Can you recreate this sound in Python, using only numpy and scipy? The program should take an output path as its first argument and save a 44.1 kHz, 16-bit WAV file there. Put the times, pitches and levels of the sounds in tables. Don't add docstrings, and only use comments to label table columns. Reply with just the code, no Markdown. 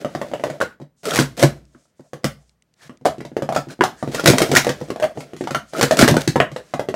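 import sys
import numpy as np
from scipy import signal
from scipy.fft import rfft, irfft, next_fast_len
from scipy.io import wavfile
from scipy.ndimage import uniform_filter1d, map_coordinates

SR = 44100
rng = np.random.default_rng(int(sys.argv[2]) if len(sys.argv) > 2 else 0)


def ratio_of_db(decibels):
    return 10 ** (np.asarray(decibels, float) / 20)


def generate_wav(signal):
    frames = np.transpose(np.atleast_2d(signal))
    scaled = np.clip(frames, -1, 1) * 32767
    pcm = np.round(scaled).astype(np.int16)
    wavfile.write(sys.argv[1], SR, pcm)


N = 306495

# f/Hz, density/dB per Hz
RIM = [(1180, -4), (2000, -1.5), (2730, -6), (3180, -4.5), (6290, -5), (6800, -6.5), (7730, -7),
       (13400, -15.5), (15700, -20)]


def unit(x):
    return x / np.sqrt(np.mean(x ** 2) + 1e-20)


def along(points, hz):
    f, v = np.transpose(points)
    return np.interp(np.log(hz + 1), np.log(f + 1), v)


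def filtered(x, response):
    m = next_fast_len(x.shape[-1] + 4096)
    spectrum = rfft(x, m) * response(np.fft.rfftfreq(m, 1 / SR))
    return irfft(spectrum, m)[..., :x.shape[-1]]


def shaped(x, points):
    return filtered(x, lambda f: ratio_of_db(along(points, f)))


def ring(modes, t, luck, rise):
    scatter_db, detune = 2.2, .02
    total = 0
    for (hz, db, t60), a, b in zip(modes, luck[::2], luck[1::2]):
        decay = ratio_of_db(db + scatter_db * a - 60 * t / t60)
        total = total + decay * np.sin(2 * np.pi * hz * (1 + detune * b) * t)
    return total * (1 - np.exp(-t / rise))


def tail(noise):
    # f/Hz, t60/s
    room_t60 = [(100, 0.35), (400, 0.14), (1100, 0.17), (3000, 0.17), (8000, 0.15), (15000, 0.18)]
    late_db, late_slower = -20.5, 2.12
    hz, t, z = signal.stft(noise, SR, nperseg=256)
    fall_db = -60 * t / along(room_t60, hz)[:, None]
    fall = ratio_of_db(fall_db) + ratio_of_db(late_db + fall_db / late_slower)
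    x = signal.istft(z * fall, SR, nperseg=256)[1][:len(noise)]
    x = x * np.clip(np.arange(len(x)) / SR / 0.002 - .5, 0, 1)
    return x / np.linalg.norm(x)


def contacts(wet_db):
    # t/s, peak level/dB, cup air f/Hz, rim crack re peak/dB
    set_down = [(0.047, -6.5, 590, -24.5), (0.15, -7.5, 690, -22), (0.397, -18.5, 590, -21),
                (0.5, -10.5, 594, -20), (1.036, -36.5, 347, -13.5), (1.207, -22, 301, -5),
                (1.427, 6, 602, -15.5), (2.133, -17, 500, -15.5), (3.49, -5.5, 700, -24.5),
                (3.704, -24.5, 556, -7), (4.276, 3, 520.5, -4.5), (4.285, -7, 327, -10.5),
                (4.3, 3, 306, -9.5), (4.647, -10.5, 755, -11), (5.205, -18.5, 670, -11.5),
                (5.334, -16, 410, -24), (5.828, 3, 513, -9.5), (6.012, 1, 735, -5),
                (6.167, 2.5, 576, -19.5), (6.358, 2.5, 516, -24), (6.738, -5, 722, -21)]
    gripped = [(0.192, -25, 345, -30), (0.284, -27, 584, -15.5), (0.315, -17, 590, -22),
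               (1.224, -10.5, 580, -13), (3.25, -18.5, 634, -15), (3.317, -21.5, 334, -50),
               (3.422, -8, 580, -20.5), (4.076, -7.5, 354, -25.5), (4.335, 0.5, 594, -27.5),
               (4.404, -4, 670, -17.5), (4.027, -6, 617, -26), (4.516, -0.5, 452, -15),
               (4.567, 0, 1000, -1.5), (4.813, -10, 535, -26), (4.885, -25.5, 350, -14),
               (5.174, -12, 474, -28.5), (5.365, -26, 353, -7.5), (5.929, -9, 634, -17.5),
               (5.97, -19, 584, -1), (6.085, 0.5, 560, -12), (6.142, -2.5, 640, -21)]
    nested = [(0.336, -6, 634, -25), (0.349, -17, 600, -21), (0.468, -11, 510, -24.5),
              (0.603, -7.5, 594, -19), (1.135, -12, 615, -7), (1.376, -27.5, 564, -12.5),
              (1.395, -10, 560, -9.5), (3.05, -12, 509, -16.5), (3.062, -1.5, 690, -17.5),
              (3.367, -3.5, 440, -25.5), (4.146, -7, 530, -9.5), (4.196, -10, 540, -9.5),
              (4.418, 4.5, 390, -14.5), (4.56, -14, 398, 3.5), (4.668, 1, 540, -20.5),
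              (4.903, -7, 394, -20.5), (4.999, -11, 594, -16.5), (5.025, -7.5, 626, -17.5),
              (5.04, -2.5, 647, -21.5), (5.735, -13, 590, -17.5), (5.91, 4.5, 642, -17.5),
              (6.078, 4, 457, -12), (6.562, -9, 554, -20.5), (6.887, -4, 412, -23.5),
              (6.941, -5.5, 620.5, -24)]
    held = [(1.854, -46.5, 645, -30), (0.215, -5, 610, -23.5), (0.26, -49, 554, -35),
            (0.438, -0.5, 623, -24), (0.626, -10.5, 532, -17.5), (3.055, 3, 676, -21),
            (3.524, -4.5, 692, -23), (3.562, 1, 640, -20), (3.837, 0.5, 782, -15), (4.115, -23, 480, -8),
            (4.238, -5, 331, -21), (4.96, -13, 660, -22), (5.409, -7, 354, -26), (5.473, -8, 803, -20),
            (6.795, -3.5, 585, -22.5)]
    knocked = [(0.612, -8.5, 468, -12.5), (1.056, -17.5, 534, -16), (1.105, -20, 550, -9),
               (1.158, -17.5, 514, -3), (1.167, -11, 610, -11.5), (1.175, -10.5, 755, -8),
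               (3.548, -19, 553, -3.5), (3.809, 2.5, 378, -25), (3.821, -6.5, 308, -22.5),
               (4.383, -7, 496, -2.5), (4.551, -16, 503, 4), (5.547, -6, 697, -14), (5.811, -7.5, 527, -1),
               (6.025, 5, 316.5, -16), (6.402, 5.5, 640, -27)]
    slammed = [(1.189, -0.5, 316, -11), (1.434, 0.5, 345, -13.5), (1.442, -10.5, 706, -10.5),
               (1.75, -39, 300, -33), (2.234, -35, 409, -11), (2.243, -6.5, 560, -6),
               (2.895, -26, 314, -20), (3.205, -18, 440, -17), (3.573, -16, 756, -11),
               (3.686, -30, 360, -8.5), (4.258, -5, 390, 1), (4.691, -10, 610, -6.5),
               (5.439, -26, 464, -5.5), (5.508, -13, 580, -10), (5.557, -17.5, 680, -16),
               (5.772, -34, 470, 5), (5.99, -7, 456, 0), (6.044, -8, 724, -12), (6.209, -39, 616, -21),
               (6.516, -24.5, 563, -12.5)]
    thuds = [(0.8, -27, 597, -21.5), (0.815, -26.5, 590, -18), (1.196, -7.5, 415, -3.5),
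             (1.995, -32, 580, -22), (3.012, -34.5, 497, -22), (3.182, -24.5, 324, -18),
             (3.671, -27, 301, -27), (3.792, -19.5, 445, -30), (4.494, -12.5, 400, -21.5),
             (4.803, -34, 544, -3.5), (5.164, -31, 333, -20.5), (6.027, 0, 330, -11),
             (6.11, -1.5, 324, -21), (6.276, -7, 313, -6.5)]
    # contacts, table thump re peak/dB, wall ring re peak/dB
    kinds = [(set_down, -8.5, -3.5), (gripped, -6, -12), (nested, -20.5, -4), (held, -18.5, -8),
             (knocked, -17, 6.6), (slammed, 0.047, 2.4), (thuds, 0.78, -19.5)]
    # f/Hz, level/dB, t60/s
    wall_modes = [(1112, 2, 0.0084), (1279, -5, 0.011), (1434, -5.5, 0.012), (1620, -2, 0.0088),
                  (1860, -10, 0.014), (2083, -8.5, 0.0015), (2858, -5, 0.0069)]
    # f/Hz, level/dB, t60/s
    table_modes = [(144.6, -8.5, 0.13), (221.8, -14, 0.095), (256.2, -5, 0.079), (339, 2.5, 0.031)]
    # f/Hz, level/dB, t60/s
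    frame_modes = [(60.4, -29.5, 0.63)]

    size = SR // 2
    hits = sorted((s, db, hz, thump_db, wall_db, rim_db)
                  for rows, thump_db, wall_db in kinds for s, db, hz, rim_db in rows)
    out, t = np.zeros(N + 2 * size), np.arange(size) / SR
    luck = rng.standard_normal((len(hits), 36))
    cracks = unit(shaped(rng.standard_normal((len(hits), size)), RIM))
    tails = rng.standard_normal((len(hits), size))
    for (s, db, hz, thump_db, wall_db, rim_db), u, crack, noise in zip(hits, luck, cracks, tails):
        air_modes = [(hz, 0, .014), (.95 * hz, -17, .07), (1.417 * hz, -7, .012)]
        air = ring(air_modes, t, 0.88 * u, rise=0.00078)
        push = ring([(0.81 * hz, -0.5, .004)], t, u[6:], rise=0.0012)
        pop = ratio_of_db(-2.0) * air + ratio_of_db(7.0) * push
        pop = signal.lfilter([1, -1], [1, -.97], pop)

        wall = ratio_of_db(wall_db - 3) * ring(wall_modes, t, u[6:], rise=0.0016)

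        soft = np.clip(.35 - 0.0053 * (db + rim_db + 8.5), .02, .8)
        crack = signal.lfilter([1 - soft], [1, -soft], crack)
        rocking = np.sin(2 * np.pi * 110 * ratio_of_db(2 * u[34]) * t + u[35])
        chatter = ratio_of_db(-60 * t / .06) * (1 + .7 * rocking)
        envelope = (ratio_of_db(-60 * t / 0.0058) + 0.38 * chatter) * (1 - np.exp(-t / 0.00098))
        rim = ratio_of_db(rim_db + 4) * crack * envelope

        thump = ratio_of_db(thump_db + 4) * ring(table_modes, t, u[20:], rise=0.0055)
        frame_db = thump_db + .5 * min(db + thump_db + 10, 0)
        thump += ratio_of_db(frame_db) * ring(frame_modes, t, u[30:], rise=.015)

        cup = pop + wall + rim
        answer = signal.fftconvolve(cup[:size // 4] + 0.21 * thump[:size // 4], tail(noise))[:size]
        out[round(s * SR):][:size] += ratio_of_db(db) * (cup + thump + ratio_of_db(wet_db) * answer)
    return out[:N]


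def clacks(wet_db):
    # t/s, peak level/dB, f/Hz, t60/s
    side_blows = [(0.151, -30, 1580, .04), (0.218, -24, 1850, .04), (0.4363, -23, 1950, 0.049),
                  (0.439, -20, 990, .06), (0.6117, -5, 1438, .06), (.613, -12.5, 1123, 0.051),
                  (.222, -25.5, 1080, .08), (.05, -25, 1180, 0.047), (1.0536, -21.5, 1290, 0.069),
                  (1.108, -11, 3220, 0.025), (1.1183, -11.5, 1346, 0.033), (1.1667, -10, 1973, .03),
                  (1.188, -0.5, 1570, 0.013), (1.427, -2, 2080, 0.016), (1.748, -37, 1350, .012),
                  (1.855, -52, 1300, .012), (2.243, -12.5, 2000, .03), (2.81, -45, 1700, .15),
                  (4.259, -3.5, 1500, 0.014), (5.031, -13, 2810, 0.013), (2.008, -48, 1500, 0.022),
                  (3.5657, -9.5, 1320, 0.058), (3.7, -28, 1550, .04), (3.809, -2.5, 998, 0.049),
                  (3.84, -10, 1280, .04), (4.029, -22, 1185, 0.037), (4.151, -14, 1840, .02),
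                  (4.194, -16.5, 1390, 0.036), (4.542, -13, 1380, 0.022), (4.5513, -6, 1410, 0.07),
                  (4.5623, 5, 1730, 0.02), (4.5683, 4, 1950, 0.015), (4.593, -22, 2130, 0.033),
                  (4.6909, -10, 1620, 0.025), (5.03, -17, 1634, .04), (5.474, -19, 1400, .02),
                  (5.508, -18, 1350, 0.072), (5.55, -6, 1384, 0.047), (5.7496, -18.5, 1305, .07),
                  (5.811, -10, 1470, 0.018), (5.8323, -11, 1400, .03), (5.9912, -0.5, 1390, 0.032),
                  (6.0247, 3, 1600, .02), (6.0777, 3, 1580, 0.013), (6.168, -4.5, 1450, 0.018),
                  (6.361, -7, 957, 0.053), (6.401, -3, 2480, 0.017), (6.41, -11, 2100, .04),
                  (6.565, -28, 1020, 0.046), (6.602, -32, 1620, 0.022)]
    out, t = np.zeros(N + SR), np.arange(SR // 4) / SR
    luck = rng.standard_normal((len(side_blows), 4))
    tails = rng.standard_normal((len(side_blows), SR // 2))
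    for (s, db, hz, t60), u, noise in zip(side_blows, luck, tails):
        wall = ring([(hz, -4, t60), (1.07 * hz, -10, t60)], t, 0.25 * u, rise=0.00057)
        answer = signal.fftconvolve(wall, tail(noise))[:len(t)]
        out[round(s * SR):][:len(t)] += ratio_of_db(db) * (wall + ratio_of_db(wet_db) * answer)
    return out[:N]


def snaps(t60, wet_db):
    # t/s, peak level/dB
    rim_snaps = [(1.0326, -30.5), (1.0541, -12.5), (1.1079, -11.5), (1.1403, -15), (1.1481, -5),
                 (1.1583, -1.5), (1.1669, -5.5), (1.1764, -5.5), (1.1984, -13), (1.2054, -12),
                 (1.3681, -26), (1.3748, -21), (1.3942, -14.5), (1.4272, -6.5), (1.4347, -6),
                 (1.9646, -63.5), (1.9814, -64), (2.0061, -47.5), (2.0975, -60.5), (4.2422, -13.5),
                 (4.258, 1), (4.2737, 3.5), (4.2997, -1.5), (4.3826, -4), (4.424, -9), (4.5149, -10.5),
                 (4.5518, -1.5), (4.5703, -0.5), (4.5693, 1), (4.6463, -14.5), (5.97, -8), (5.9902, -9),
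                 (5.9941, -2.5), (6.009, -7), (6.0294, -6), (6.0454, -7), (6.0771, -6), (6.0852, -5),
                 (6.1104, -9.5), (6.1664, -11), (6.2086, -16.5)]
    out, t = np.zeros(N + SR), np.arange(SR // 4) / SR
    noise = rng.standard_normal((len(rim_snaps), 2, SR // 2))
    for (s, db), (crack, room) in zip(rim_snaps, noise):
        envelope = ratio_of_db(-60 * t / t60) * (1 - np.exp(-t / 0.00056))
        snap = unit(shaped(crack[:len(t)], RIM)) * envelope
        answer = signal.fftconvolve(snap, tail(room))[:len(t)]
        out[round(s * SR):][:len(t)] += ratio_of_db(db - 5.5) * (snap + ratio_of_db(wet_db) * answer)
    return out[:N]


def sliding():
    # t/s, effort level/dB
    effort = [(0.0, -55.5), (0.55, -60), (0.75, -90), (1.05, -100), (1.22, -52), (1.36, -60), (1.55, -77),
              (2.2, -80), (2.3, -70), (2.6, -85), (2.96, -79), (3.39, -60), (3.77, -66), (4.1, -51.5),
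              (4.7, -55.5), (5.3, -67), (5.81, -56), (6.95, -62.5)]
    # t/s, length/s, start hiss/dB, end hiss/dB, rattle re hiss/dB
    stroke_rows = [(0.0, 0.031, -51, -59, 20), (.07, .24, -62, -62, 18), (.36, .23, -60, -64, 18),
                   (4.73, .17, -58, -60, 14), (5.145, .18, -58, -66, 16), (1.031, 0.033, -38, -45, 6),
                   (1.056, 0.11, -33, -31.5, 1), (1.371, 0.055, -35, -28, 2.5),
                   (1.549, 0.097, -58, -84, 11.5), (1.725, 0.1, -76, -80, 14),
                   (2.758, 0.05, -75.5, -56, -9.5), (2.812, 0.066, -49, -55, -9.5),
                   (2.903, 0.058, -71, -85, 23), (3.689, 0.015, -57.5, -43, 5), (3.708, 0.03, -44, -56, 9),
                   (4.115, .035, -41.5, -45.5, 2), (4.133, 0.077, -38.5, -40, 5),
                   (4.226, 0.063, -48.5, -29, 18), (4.298, 0.25, -36.5, -40.5, 7),
                   (4.526, 0.016, -34.5, -34.5, 6), (4.545, 0.027, -29.5, -28, -5),
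                   (4.563, 0.056, -27, -52, -8), (5.724, .075, -49, -33, 12),
                   (5.853, 0.088, -49.5, -35.5, 3), (5.919, 0.18, -47.5, -52.5, 12),
                   (5.968, 0.06, -28, -23, 4), (6.188, 0.028, -41, -31.5, -6.5),
                   (6.218, 0.045, -37.5, -47.5, -0.5)]
    # f/Hz, bandwidth/Hz, level/dB
    body_modes = [(155, 18, 10.5), (345, 270, 7), (670, 100, 10), (1350, 120, -5.5), (1950, 140, -23)]
    hand_rattle_db, shift_db = 0.5, 2.5

    clock = np.arange(N) / SR
    shifting = map_coordinates(rng.standard_normal(99), [12 * clock])
    hands = 0.83 * ratio_of_db(np.interp(clock, *np.transpose(effort)) + shift_db * shifting)
    hiss_gain, rattle_gain = hands, ratio_of_db(hand_rattle_db) * hands
    for s, length, from_db, to_db, over_db in stroke_rows:
        stroke = ratio_of_db(np.interp(clock, [s, s + length], [from_db, to_db], left=-150, right=-150))
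        hiss_gain = hiss_gain + stroke
        rattle_gain = rattle_gain + ratio_of_db(over_db) * stroke
    fade = np.exp(-1 / (.008 * SR))
    hiss_gain, rattle_gain = signal.lfilter([1 - fade], [1, -fade], [hiss_gain, rattle_gain])

    grip = hiss_gain / (hiss_gain + ratio_of_db(-42))
    ribs = ratio_of_db(3.5 * grip * unit(uniform_filter1d(rng.standard_normal(N), size=120)))
    grains = unit((rng.random(N) < .02) * rng.standard_normal(N))
    slips = grains * grip + .7 * rng.standard_normal(N)

    def body(f):
        total = 0
        for k, (centre, wide, db) in enumerate(body_modes):
            band = 1j * f * wide
            total = total + (-1) ** k * ratio_of_db(db) * band / (centre * centre - f * f + band)
        return total

    rattle = unit(filtered(slips * ribs, body))
    hiss = unit(shaped(rng.standard_normal(N), RIM))
    dull = filtered(hiss, lambda f: 1 / (1 + 1j * f / 7000))
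    hiss = grip * hiss + (1 - grip) * 1.29 * dull
    catches = (rng.random(N) < 60 / SR) * rng.exponential(size=N)
    nicks = signal.lfilter([1], [1, -.985], catches)
    hiss = hiss * (1.1 + .8 * np.sqrt(grip) * nicks)
    return hiss_gain * hiss * ribs + rattle_gain * rattle


def hums():
    # t/s, length/s, peak level/dB, f/Hz
    swell_tones = [(5.012, 0.059, -8.5, 620), (3.052, 0.021, -13.5, 780), (0.614, 0.022, -13, 560),
                   (1.06, 0.038, -18, 450), (0.514, 0.074, -33.5, 590), (0.255, 0.025, -33, 530),
                   (1.3, 0.055, -38, 140), (3.1, 0.017, -32, 140), (6.565, 0.057, -35, 530),
                   (6.278, 0.031, -10, 152), (6.515, 0.039, -30, 138), (5.6, 0.059, -43, 210),
                   (4.535, 0.0085, -9.5, 440), (4.2865, 0.0066, 3, 250), (4.3012, .007, 3, 240),
                   (6.0265, .008, 5, 230), (6.1105, 0.0058, -1, 253), (6.1675, .004, -0.5, 414),
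                   (5.09, .05, -34, 630), (1.06, .04, -27.5, 1330), (2.02, 0.078, -54, 620),
                   (2.84, 0.054, -44, 155), (2.36, 0.11, -62, 680), (2.78, .12, -50, 1750),
                   (3.96, .08, -48, 1700), (.67, .1, -46, 1480), (4.17, .05, -24, 1400),
                   (4.553, .03, -8, 1900)]
    waver_per_db = .002
    out = np.zeros(N)
    for (s, length, db, hz), noise in zip(swell_tones, rng.standard_normal((len(swell_tones), SR // 4))):
        t = np.arange(round(length * SR)) / SR
        drift = np.cumsum(noise[:len(t)]) * np.sqrt(2 * np.pi * waver_per_db * max(-db, 0) * hz / SR)
        swell = np.sin(np.pi * t / length) ** 2
        out[round(s * SR):][:len(t)] += ratio_of_db(db) * swell * np.sin(2 * np.pi * hz * t + drift)
    return out


def sleeves():
    # t/s, length/s, level/dB
    arm_moves = [(1.641, .3, -66), (1.95, .2, -67), (2.76, 0.2, -69), (0.96, 0.11, -62.5), (2.3, 0.27, -71),
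                 (3.692, .06, -52), (3.96, .1, -53.5), (4.82, .05, -55), (5.159, .1, -51.5),
                 (5.36, .1, -53), (5.66, .08, -55), (6.501, 0.13, -58), (6.62, 0.11, -62)]
    # f/Hz, density/dB per Hz
    cloth = [(1500, -30), (3000, -9), (6500, 0.5), (8500, -2.5), (11000, -14), (15000, -29.5)]
    clock = np.arange(N) / SR
    swell = sum(ratio_of_db(db) * np.sin(np.pi * np.clip((clock - s) / length, 0, 1))
                for s, length, db in arm_moves)
    folds = ratio_of_db(2.5 * map_coordinates(rng.standard_normal(299), [40 * clock]))
    return swell * folds * unit(shaped(rng.standard_normal(N), cloth))


def ticks():
    # t/s, peak level/dB
    tick_rows = [
        (1.6534, -41),
        (2.4943, -41.5),
        (2.623, -39),
        (2.7396, -40),
        (2.9731, -38.5),
    ]
    # f/Hz, density/dB per Hz
    tick_colour = [(1200, -40), (2000, 0), (5000, -3), (9500, -8.5), (11000, -33)]
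    out, t = np.zeros(N), np.arange(300) / SR
    for (s, db), noise in zip(tick_rows, rng.standard_normal((len(tick_rows), len(t)))):
        out[round(s * SR):][:len(t)] += ratio_of_db(db - 60 * t / 0.0095) * noise
    return shaped(out, tick_colour)


def hush():
    # f/Hz, density/dB per Hz
    quiet = [(18, -20), (30, -13.5), (147, 0.5), (312, -13.5), (448, -14), (881, -20.5), (1650, -23),
             (3500, -33), (15000, -38.5)]
    return ratio_of_db(-69) * unit(shaped(rng.standard_normal(N), quiet))


def scene():
    cups = contacts(wet_db=-1.5) + clacks(wet_db=-7.0) + snaps(t60=0.016, wet_db=-7) + sliding()
    return (cups + hums() + sleeves() + ticks() + hush())[None]


def band_limit(x):
    return signal.sosfilt(signal.butter(12, 15820, fs=SR, output="sos"), x)


def record(dry):
    heard = filtered(dry, lambda f: (1j * f / (60 + 1j * f)) ** 2 * (f < 15820))
    return band_limit(np.clip(heard, -1, 1))


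dry = scene()
out = record(dry)
generate_wav(out)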